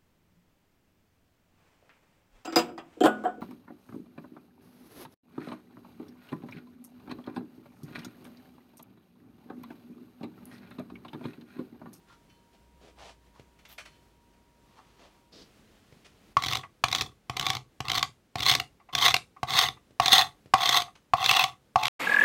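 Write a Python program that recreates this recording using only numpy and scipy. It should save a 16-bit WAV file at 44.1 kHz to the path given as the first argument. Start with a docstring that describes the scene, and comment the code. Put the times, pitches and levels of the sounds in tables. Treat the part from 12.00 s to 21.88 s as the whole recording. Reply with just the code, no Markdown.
"""Light knocks and shuffling over a faint whine: in a workshop a glued-up board is lifted from its clamps.
Then a hand scraper knocks down on it and makes eleven pulls. The steel edge catches and slips in
dried glue, crackling, chattering and snapping off beads; the board rings under it and the bench
rumbles. The loudest peaks overload."""
import sys
import numpy as np
from scipy import signal
from scipy.io import wavfile
from scipy.ndimage import uniform_filter1d

SR = 44100
rng = np.random.default_rng(int(sys.argv[2]) if len(sys.argv) > 2 else 0)


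def persist_wave(psi):
    """Save psi, clipped to +-1, as 16-bit WAV."""
    counts = np.round(np.clip(psi, -1, 1) * 32767).astype(np.int16)
    wavfile.write(sys.argv[1], SR, np.atleast_2d(counts).T)


N = 435840
TIME = np.arange(N) / SR


def gain_of(db):
    return np.exp(np.asarray(db) * np.log(10) / 20)


def unit_rms(x):
    return x / np.sqrt(np.mean(x ** 2) + 1e-20)


def unit_energy(x):
    return x / np.linalg.norm(x)


def curve_at(points, hz):
    point_hz, value = np.transpose(points)
    return np.interp(np.log(hz + 1), np.log(point_hz + 1), value)


def add(mix, start_s, sound):
    part = mix[round(start_s * SR):][:len(sound)]
    part += sound[:len(part)]


def through(x, response):
    return signal.oaconvolve(x, response)[:len(x)]


def tone(hz):
    return np.sin(2 * np.pi * np.cumsum(hz) / SR)


def colour(spectrum, peaks=(), size=4096):
    """Causal response of energy 1 from a spectrum (Hz, dB) and peaks (Hz, half-width Hz, dB)."""
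    hz = abs(np.fft.fftfreq(size, 1 / SR))
    power = gain_of(curve_at(spectrum, hz)) ** 2
    for centre, width, db in peaks:
        power += (gain_of(db) / (1 + ((hz - centre) / width) ** 2)) ** 2
    log_gain = np.log(power + 1e-10) / 2
    minimum_phase = np.exp(np.conj(signal.hilbert(log_gain)))
    return unit_energy(np.fft.ifft(minimum_phase).real[:size // 2])


def resonate(x, hz, width_hz):
    """A resonance that follows the curve hz; output rms 1."""
    turn = np.exp(2j * np.pi * np.cumsum(hz) / SR)
    r = np.exp(-np.pi * width_hz / SR)
    return unit_rms((turn * signal.lfilter([(1 - r) ** 2], [1, -2 * r, r * r], x / turn)).real)


def puff(rise_s, decay_s, size):
    t = np.arange(size) / SR
    return (1 - np.exp(-(t / rise_s) ** 2)) * np.exp(-t / decay_s)


def burst(rise_s, decay_s, size=4096):
    """A puff of noise, about rms 1 at its top."""
    shape = puff(rise_s, decay_s, size)
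    return rng.standard_normal(size) * shape / shape.max()


def swell(t, length_s, rise_s, depth_db, release_db_per_s):
    """Gain that rises, holds until length_s, then dies."""
    db = -depth_db * np.clip(1 - t / rise_s, 0, 1) - release_db_per_s * np.maximum(t - length_s, 0)
    return np.clip(t / .01, 0, 1) * gain_of(db)


def wander(seconds):
    """Smooth random drift of rms 1."""
    return unit_rms(through(rng.standard_normal(N), np.hanning(max(int(seconds * SR), 3))))


def grains(per_s, spread_db):
    """Tiny fractures: random clicks, a few of them large."""
    sizes = gain_of(spread_db * np.minimum(rng.exponential(1, N), 4))
    return unit_rms(sizes * rng.choice([-1., 1.], N) * (rng.random(N) < per_s / SR))


# Room noise and hiss spectra. Each row: frequency in Hz, density in dB.
AIR_SPECTRUM = [(25, -8), (45, 1), (70, -5.5), (200, -4), (400, -9), (700, -15.5), (1200, -19.5),
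                (3000, -23.5), (16000, -36)]
HISS_SPECTRUM = [(200, 3.5), (1000, 5), (3000, 8), (6000, 0), (10000, -12), (16000, -32)]


def background(hiss_from_s=3.32, hiss_to_s=4.33, hum_start_s=.56, hum_hz=59.5,
               whine_end_s=3.32, whine_hz=947):
    """Low room noise, a spell of soft hiss, a passing hum and a thin machine whine."""
    spell = uniform_filter1d(1. * ((TIME > hiss_from_s) & (TIME < hiss_to_s)), SR // 50)
    air_db = np.where(TIME < hiss_to_s, -63.5, -65) + 3 * spell + .8 * wander(.2)
    air = gain_of(air_db) * through(rng.standard_normal(N), colour(AIR_SPECTRUM))
    hiss = gain_of(-71) * spell * through(rng.standard_normal(N), colour(HISS_SPECTRUM))
    hum_shape = swell(TIME - hum_start_s, length_s=.6, rise_s=.1, depth_db=18, release_db_per_s=8.1)
    hum = gain_of(-63.5) * hum_shape * unit_rms(tone(hum_hz + 3 * wander(.22)))
    whine = gain_of(-73 + wander(.16)) * unit_rms(tone(whine_hz + 3 * wander(.15)))
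    return air + hiss + hum + whine * (TIME < whine_end_s)


# Room decay. Each row: frequency in Hz, T60 in seconds.
ROOM_T60 = [(100, 0.1), (700, 0.14), (2000, 0.16), (5000, 0.16), (10000, 0.26), (16000, 0.024)]


def reverb(x, first_s=.0069, taps_per_s=3000):
    """Sparse workshop reflections, each band dying at its own rate."""
    size = SR // 2
    taps = rng.choice([-1., 1.], size) * (rng.random(size) < taps_per_s / SR) * (TIME[:size] > first_s)
    hz, t, bands = signal.stft(taps, SR, nperseg=256)
    decay = gain_of(-60 * t / curve_at(ROOM_T60, hz)[:, None])
    tail = signal.istft(bands * decay, SR, nperseg=256)[1]
    return through(x, unit_energy(tail))


def squeak(start_s=.061, length_s=.11, level_db=-59, pitch_hz=1400, wobble_hz=45):
    """Wood slips in the hands: a short, unsteady tone."""
    out, size = np.zeros(N), int(length_s * SR)
    hz = pitch_hz + wobble_hz * wander(.0045)[:size]
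    add(out, start_s, gain_of(level_db) * np.hanning(size) * tone(hz))
    return out


# Each row: frequency in Hz, density in dB.
SWISH_SPECTRUM = [(88, -44), (150, -11), (232, -0.5), (496, -4.5), (928, -19), (1080, -17), (1840, -21),
                  (5020, -8.5), (5740, -16.5), (14000, -50)]


def swish(start_s=3.315, length_s=.13, level_db=-54.5):
    """One smooth swish of noise."""
    out = np.zeros(N)
    noise = through(rng.standard_normal(SR), colour(SWISH_SPECTRUM))[:int(length_s * SR)]
    add(out, start_s, gain_of(level_db) * noise * signal.windows.tukey(len(noise), .3))
    return out


# Each row: start in seconds, length in seconds, body level in dB, centre in Hz, hiss level in dB.
RUB_EVENTS = [(0.062, 0.1, -63.5, 1170, -65), (0.522, 0.043, -66, 400, -67.5), (0.79, .14, -59.5, 450, -63),
              (0.954, .19, -54.5, 755, -55.5), (1.33, .10, -66, 1010, -69), (1.678, 0.069, -58, 13300, -56),
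              (1.812, 0.2, -80, 2300, -71), (2.558, 0.74, -73.5, 1000, -71),
              (2.759, 0.049, -56.5, 970, -69), (2.972, 0.12, -60.5, 640, -65),
              (4.041, 0.036, -70, 700, -55), (8.951, 0.017, -62.5, 1200, -56.5)]


def rubs():
    """Hands, wood and tool brush and slide: a band of grit plus hiss."""
    out = np.zeros(N)
    grit = grains(per_s=2200, spread_db=5)
    hiss = through(grains(per_s=11000, spread_db=5), colour(HISS_SPECTRUM))
    for start_s, length_s, db, hz, hiss_db in RUB_EVENTS:
        span = slice(int(start_s * SR), int((start_s + length_s) * SR))
        band = colour([(100, -22), (16000, -60.5)], [(hz, 200 + .13 * hz, 0)])
        rub = gain_of(db) * unit_rms(through(grit[span], band)) + gain_of(hiss_db) * hiss[span]
        add(out, start_s, rub * signal.windows.tukey(len(rub), .6))
    return out


# Wood knock and bench spectra. Each row: frequency in Hz, density in dB.
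KNOCK_SPECTRUM = [(100, -46), (400, -7), (600, 2.5), (1000, 3), (2400, 6.5), (3500, 0.5), (6000, -4),
                  (9000, -12.5), (16000, -25)]
BENCH_SPECTRUM = [(25, -42.5), (55, -8), (90, -2.5), (130, 6), (175, -9.5), (250, -9.5), (450, -12),
                  (700, -34.5), (2000, -75)]
# Clamp bar modes. Each row: frequency in Hz, level in dB, T60 in seconds.
CLAMP_MODES = [(2180, -14, .33), (2570, -8.5, 0.42), (2730, -5, 0.38), (3046, 0, 0.5), (3490, -15, 0.84),
               (4260, -10.5, 0.58), (4398, -14, 0.33), (5830, -7, 0.3)]
# Each row: start in seconds, level in dB, clamp ring in dB relative to the knock.
KNOCK_EVENTS = [(0.297, -65, -0.5), (1.26, -67, -17), (1.588, -58.5, -13), (1.649, -51, -25),
                (1.779, -39.5, -20), (1.801, -48, -23), (1.853, -48, -10.5), (2.151, -80, -4),
                (2.331, -71, -7.5)]
# Each row: start in seconds, level in dB.
BUMP_EVENTS = [(1.397, -21), (3.925, -24.5), (7.908, -29), (8.459, -24.5)]


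def knocks(tick_db=-34):
    """Wood knocks ring the clamp bar; soft bumps shake the bench with a faint tick."""
    out, t = np.zeros(N), TIME[:SR]
    wood = colour(KNOCK_SPECTRUM, [(2200, 390, 4), (2700, 100, 3.5)])
    bench = colour(BENCH_SPECTRUM, [(400, 230, -7), (2500, 2800, -29.5)])
    clamp = sum(gain_of(db - 60 * t / t60) * np.sin(2 * np.pi * hz * t) for hz, db, t60 in CLAMP_MODES)
    for start_s, db, ring_db in KNOCK_EVENTS:
        add(out, start_s, gain_of(db) * through(burst(rise_s=.0042, decay_s=.0092), wood))
        add(out, start_s, gain_of(db + ring_db) * clamp)
    for start_s, db in BUMP_EVENTS:
        add(out, start_s, gain_of(db) * bench)
        add(out, start_s, gain_of(db + tick_db) * through(burst(rise_s=.0017, decay_s=.0025), wood))
    return out


# Board resonances. Each row: frequency in Hz, half-width in Hz, level in dB.
BOARD_MODES = [(714, 16, -0.5), (767.3, 25, -1.5), (859, 20, -7), (1063, 39, -1.5), (1131.6, 23, 3.5),
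               (1390, 21, -15), (2063, 79, -10.5), (2100, 92, -20), (2630, 80, -16.5)]
# The board between its resonances. Each row: frequency in Hz, level in dB.
BOARD_SPECTRUM = [(100, -38.5), (600, -26.5), (690, -20), (950, -13), (1230, -6.5), (1600, -27.5),
                  (4000, -31), (16000, -58)]


def board(low_db=0, damping=1, scatter_db=2.05):
    """The board's ring; where the blow falls sets each mode's share, above all the lowest."""
    modes = [(hz, width * damping, db + scatter_db * rng.standard_normal() + low_db * (hz < 900))
             for hz, width, db in BOARD_MODES]
    return colour(BOARD_SPECTRUM, modes, size=8192)


# Scraper resonances. Each row: frequency in Hz, half-width in Hz, level in dB.
BLADE_MODES = [(1986, 140, 0), (2590, 49, -8), (3250, 170, -18), (3430, 200, 2), (3580, 250, -4),
               (4270, 74, -0.5), (5330, 22, -11.5), (6150, 150, -8), (8340, 150, -16.5), (11500, 140, -15),
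               (12400, 50, -14), (15500, 290, -18)]
# Crackle at the edge. Each row: frequency in Hz, density in dB.
CRACKLE_SPECTRUM = [(60, -33.5), (250, -24.5), (450, -15), (600, -20.5), (1400, -9), (2400, -16.5),
                    (4500, -9), (7000, -21.5), (9500, -27.5), (14000, -27), (16000, -31.5)]


def blade(detune=.016):
    """The scraper's ring, slightly detuned by each new grip."""
    modes = [(hz * (1 + detune * rng.standard_normal()), width, db) for hz, width, db in BLADE_MODES]
    return colour(CRACKLE_SPECTRUM, modes)


# Each row: start in seconds, level in dB.
GRAZE_EVENTS = [(4.631, -35), (6.796, -52.5), (6.886, -44.5), (7.361, -48.5), (7.765, -51.5), (8.876, -47),
                (9.528, -53.5)]


def grazes():
    """Light, dull touches of the blade on the board between pulls."""
    out = np.zeros(N)
    for start_s, db in GRAZE_EVENTS:
        add(out, start_s, gain_of(db) * burst(rise_s=.0049, decay_s=.0093))
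    return through(out, board(low_db=-3, damping=2.9))


# Each row: start in seconds, blow in dB, edge click in dB, lift of the low board modes in dB.
LANDING_EVENTS = [(4.3675, -6.5, -25, -18.5), (4.838, -10, -16, -2.5), (5.2959, -22, -30.5, 2.5),
                  (5.803, -24.5, -29.5, 0), (6.3549, -23, -30, 10.5), (7.430, -15.5, -29.5, 5),
                  (7.998, -6, -18.5, 3), (8.537, 3, -16, 0), (9.135, -3, -25.5, 2),
                  (9.7572, -3.5, -25.5, 7)]


def landings(contact_s=.00017, delay_s=.00097):
    """The edge clicks, then the tool's weight rings the board and nudges the bench; hard blows thud."""
    out, t = np.zeros(N), TIME[:256]
    blow = t * np.exp(-2 * t / contact_s)
    steel = colour(CRACKLE_SPECTRUM, [(2300, 1200, -2), (4840, 1800, -10.5)])
    bench = colour(BENCH_SPECTRUM)
    thud = colour([(30, -44.5), (200, -24), (2000, -70.5)], [(232.2, 35, 0)])
    for start_s, db, click_db, low_db in LANDING_EVENTS:
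        wood = through(board(low_db, damping=1.6), blow)
        add(out, start_s, gain_of(click_db) * through(burst(rise_s=.0027, decay_s=.0024), steel))
        add(out, start_s + delay_s, gain_of(db) * wood / abs(wood).max())
        add(out, start_s + delay_s, gain_of(-6 + .048 * db) * bench + gain_of(db - 14) * thud)
    return out


def small_beads(per_pull=8, level_db=-26.5, firm_bite_db=-28):
    """Rows like BIG_BEADS, at random along each pull; louder under a harder bite."""
    rows = []
    for start_s, length_s, bite_db, _ in PULL_EVENTS:
        for k in range(per_pull):
            along = (k + 2 + rng.random()) / (per_pull + 1)
            db = level_db + .16 * (bite_db - firm_bite_db) + rng.standard_normal()
            hz = CHATTER_HZ + CHATTER_DRIFT_HZ * rng.standard_normal()
            rows.append((start_s + along * length_s, db, hz))
    return rows


# Big glue beads. 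Each row: time of the snap in seconds, level in dB, blade chatter in Hz.
BIG_BEADS = [(4.438, -23, 3300), (4.462, -26, 3080), (4.534, -21.5, 2660), (4.555, -22, 2970),
             (4.929, -18.5, 3930), (4.95, -18, 3320), (5.011, -20, 2630), (5.37, -25.5, 3050),
             (5.397, -20.5, 3045), (5.467, -19, 3490), (5.503, -18, 3340), (5.569, -29, 3200),
             (5.901, -21, 3220), (5.918, -21, 2970), (5.981, -20, 3650), (6.029, -16.5, 3338),
             (6.423, -28, 3500), (6.515, -15.5, 3740), (6.552, -15.5, 4100), (6.6, -20.5, 2870),
             (6.952, -16, 3570), (7.082, -14.5, 3380), (7.109, -20, 3620), (7.143, -11, 2810),
             (7.166, -19.5, 2630), (7.59, -11, 3764), (7.687, -24, 3410), (8.06, -15, 3710),
             (8.082, -13.5, 3575), (8.658, -20, 3540), (8.693, -15.5, 3730), (8.821, -25, 3100),
             (9.243, -20.5, 3400), (9.262, -14, 3354), (9.313, -11.5, 2770), (9.441, -16.5, 3350),
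             (9.856, -17.5, 3200)]


def bead_snaps(rise_s=.0019, decay_s=.0019, chirp_db=-1, board_db=-7, bench_db=-23):
    """Each bead breaks in milliseconds; the blade chirps, and board and bench get a kick."""
    snaps, t = np.zeros(N), TIME[:600]
    shape = puff(rise_s, decay_s, len(t))
    shape_norm = np.linalg.norm(shape / shape.max())
    peaks = [(2203, 170, 1), (3780, 430, -1), (5400, 1400, -11), (13360, 500, -22.5)]
    steel = colour(CRACKLE_SPECTRUM, peaks)
    for snap_s, db, hz in list(BIG_BEADS) + small_beads():
        crack = unit_rms(through(rng.standard_normal(len(t)), steel))
        phase_drift = .11 * np.cumsum(rng.standard_normal(len(t)))
        chirp = gain_of(chirp_db) * np.sin(2 * np.pi * hz * t + phase_drift)
        add(snaps, snap_s - rise_s, gain_of(db) * shape_norm * unit_energy(shape * (crack + chirp)))
    kicks = abs(snaps) * rng.standard_normal(N)
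    wood = gain_of(board_db) * through(kicks, board())
    bench = gain_of(bench_db) * through(kicks, colour(BENCH_SPECTRUM))
    return snaps + wood + bench


def skipping(stall_s=.0063, stall_db=-6, skip_s=.018, skip_db=-9.5):
    """Gain dips: the edge stalls against each big bead, then jumps clear as it breaks."""
    db, t = np.zeros(N), np.arange(-SR // 10, SR // 10) / SR
    distance = t / np.where(t < 0, stall_s, skip_s)
    dips_db = np.where(t < 0, stall_db, skip_db) * distance ** 2 * np.exp(1 - distance ** 2)
    for snap_s, _, _ in BIG_BEADS:
        add(db, snap_s + t[0], dips_db)
    return gain_of(db)


# From the beaded edge to the smoother middle. Each row: time in seconds, lift of the low board
# modes in dB, unevenness in dB, squeal in dB relative to the bite, bench rumble in dB.
BLADE_PATH = [(4.4, -3, 5.5, -19, -44), (6.5, 1, 6, -19, -42.5), (7.6, 2.5, 2, -16.5, -44.5),
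              (8.2, 5, 4, -18.5, -52.5), (8.9, 4.5, 3.5, -19, -51.5), (9.3, 6.5, 4.5, -2.5, -51.5)]
# Each row: start in seconds, seconds until it slows, bite of the blade in dB, board drive in dB.
PULL_EVENTS = [(4.373, 0.18, -34.5, -36.5), (4.845, .17, -36, -36.5), (5.319, 0.22, -42.5, -35),
               (5.835, 0.15, -34.5, -29.5), (6.366, .17, -23.5, -28.5), (6.925, 0.17, -23, -26),
               (7.466, 0.17, -23, -28), (8.006, 0.19, -20, -21), (8.55, 0.23, -24.5, -23),
               (9.159, 0.27, -26, -22.5), (9.775, 0.18, -29, -23)]
CHATTER_HZ, CHATTER_DRIFT_HZ = 3510, 322


def scraping(chatter_db=-6, squeal_hz=2713, wood_db=-1.5, full_drag_db=-43.5,
             dig_at_s=.128, dig_width_s=.018, dig_db=5):
    """The edge catches and slips through the glue, shaking blade, board and bench."""
    path_s, *columns = np.transpose(BLADE_PATH)
    low_db, uneven_db, squeal_db, bench_db = (np.interp(TIME, path_s, c) for c in columns)
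    catching = gain_of(uneven_db * (wander(.005) + .8 * wander(.035)))
    catching /= np.sqrt(uniform_filter1d(catching ** 2, SR // 25))  # the hand keeps the mean force
    catching *= skipping()
    blows = catching * grains(per_s=5000, spread_db=2.5)
    crackle = catching * grains(per_s=6000, spread_db=3.5)
    bite, rasp, wood = np.zeros((3, N))
    for start_s, length_s, bite_db, drive_db in PULL_EVENTS:
        span = slice(round(start_s * SR), round(start_s * SR) + SR // 2)
        t = TIME[span] - start_s
        dig = gain_of(dig_db * np.exp(-((t - dig_at_s) / dig_width_s) ** 2))  # on reaching full speed
        edge = gain_of(bite_db) * dig * swell(t, length_s, .12, depth_db=20.2, release_db_per_s=394)
        push = gain_of(drive_db) * swell(t, length_s, .13, depth_db=12, release_db_per_s=316)
        bite[span] += edge
        add(rasp, start_s, signal.oaconvolve(edge * crackle[span], blade()))
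        add(wood, start_s, signal.oaconvolve(push * blows[span], board(low_db[span][0])))
    chatter_hz = CHATTER_HZ + CHATTER_DRIFT_HZ * wander(.022)  # drifts with the grip on the glue
    flutter = gain_of(3 * wander(.012))
    chatter = gain_of(chatter_db) * resonate(crackle * flutter, chatter_hz, width_hz=440)
    squeal = gain_of(squeal_db) * resonate(crackle, squeal_hz + 110 * wander(.0075), width_hz=190)
    drag = gain_of(bench_db) * np.sqrt(np.minimum(bite / gain_of(full_drag_db), 1))
    bench = through(drag * grains(per_s=700, spread_db=4), colour(BENCH_SPECTRUM))
    return rasp + bite * (chatter + squeal) + gain_of(wood_db) * wood + bench


def scene():
    """Mono mix: the scraper near, the handling farther off with more reverb."""
    near = scraping() + bead_snaps() + landings() + grazes()
    far = knocks() + rubs() + swish() + squeak()
    room = reverb(gain_of(-14) * near + gain_of(-6.5) * far)
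    return (near + far + room + background())[None]


def record(dry):
    """Bass cut, peaks flattened against a rounded ceiling, then a band limit."""
    low_hz, high_hz, ceiling = 36, 16000, .41
    heard = signal.sosfilt(signal.butter(3, low_hz, "high", fs=SR, output="sos"), dry)
    clipped = heard / (1 + (heard / ceiling) ** 6) ** (1 / 6)
    lowpass = signal.firwin(255, high_hz, window=("kaiser", 8), fs=SR)
    return signal.oaconvolve(clipped, lowpass[None], "same")


dry = scene()
out = record(dry)
persist_wave(out)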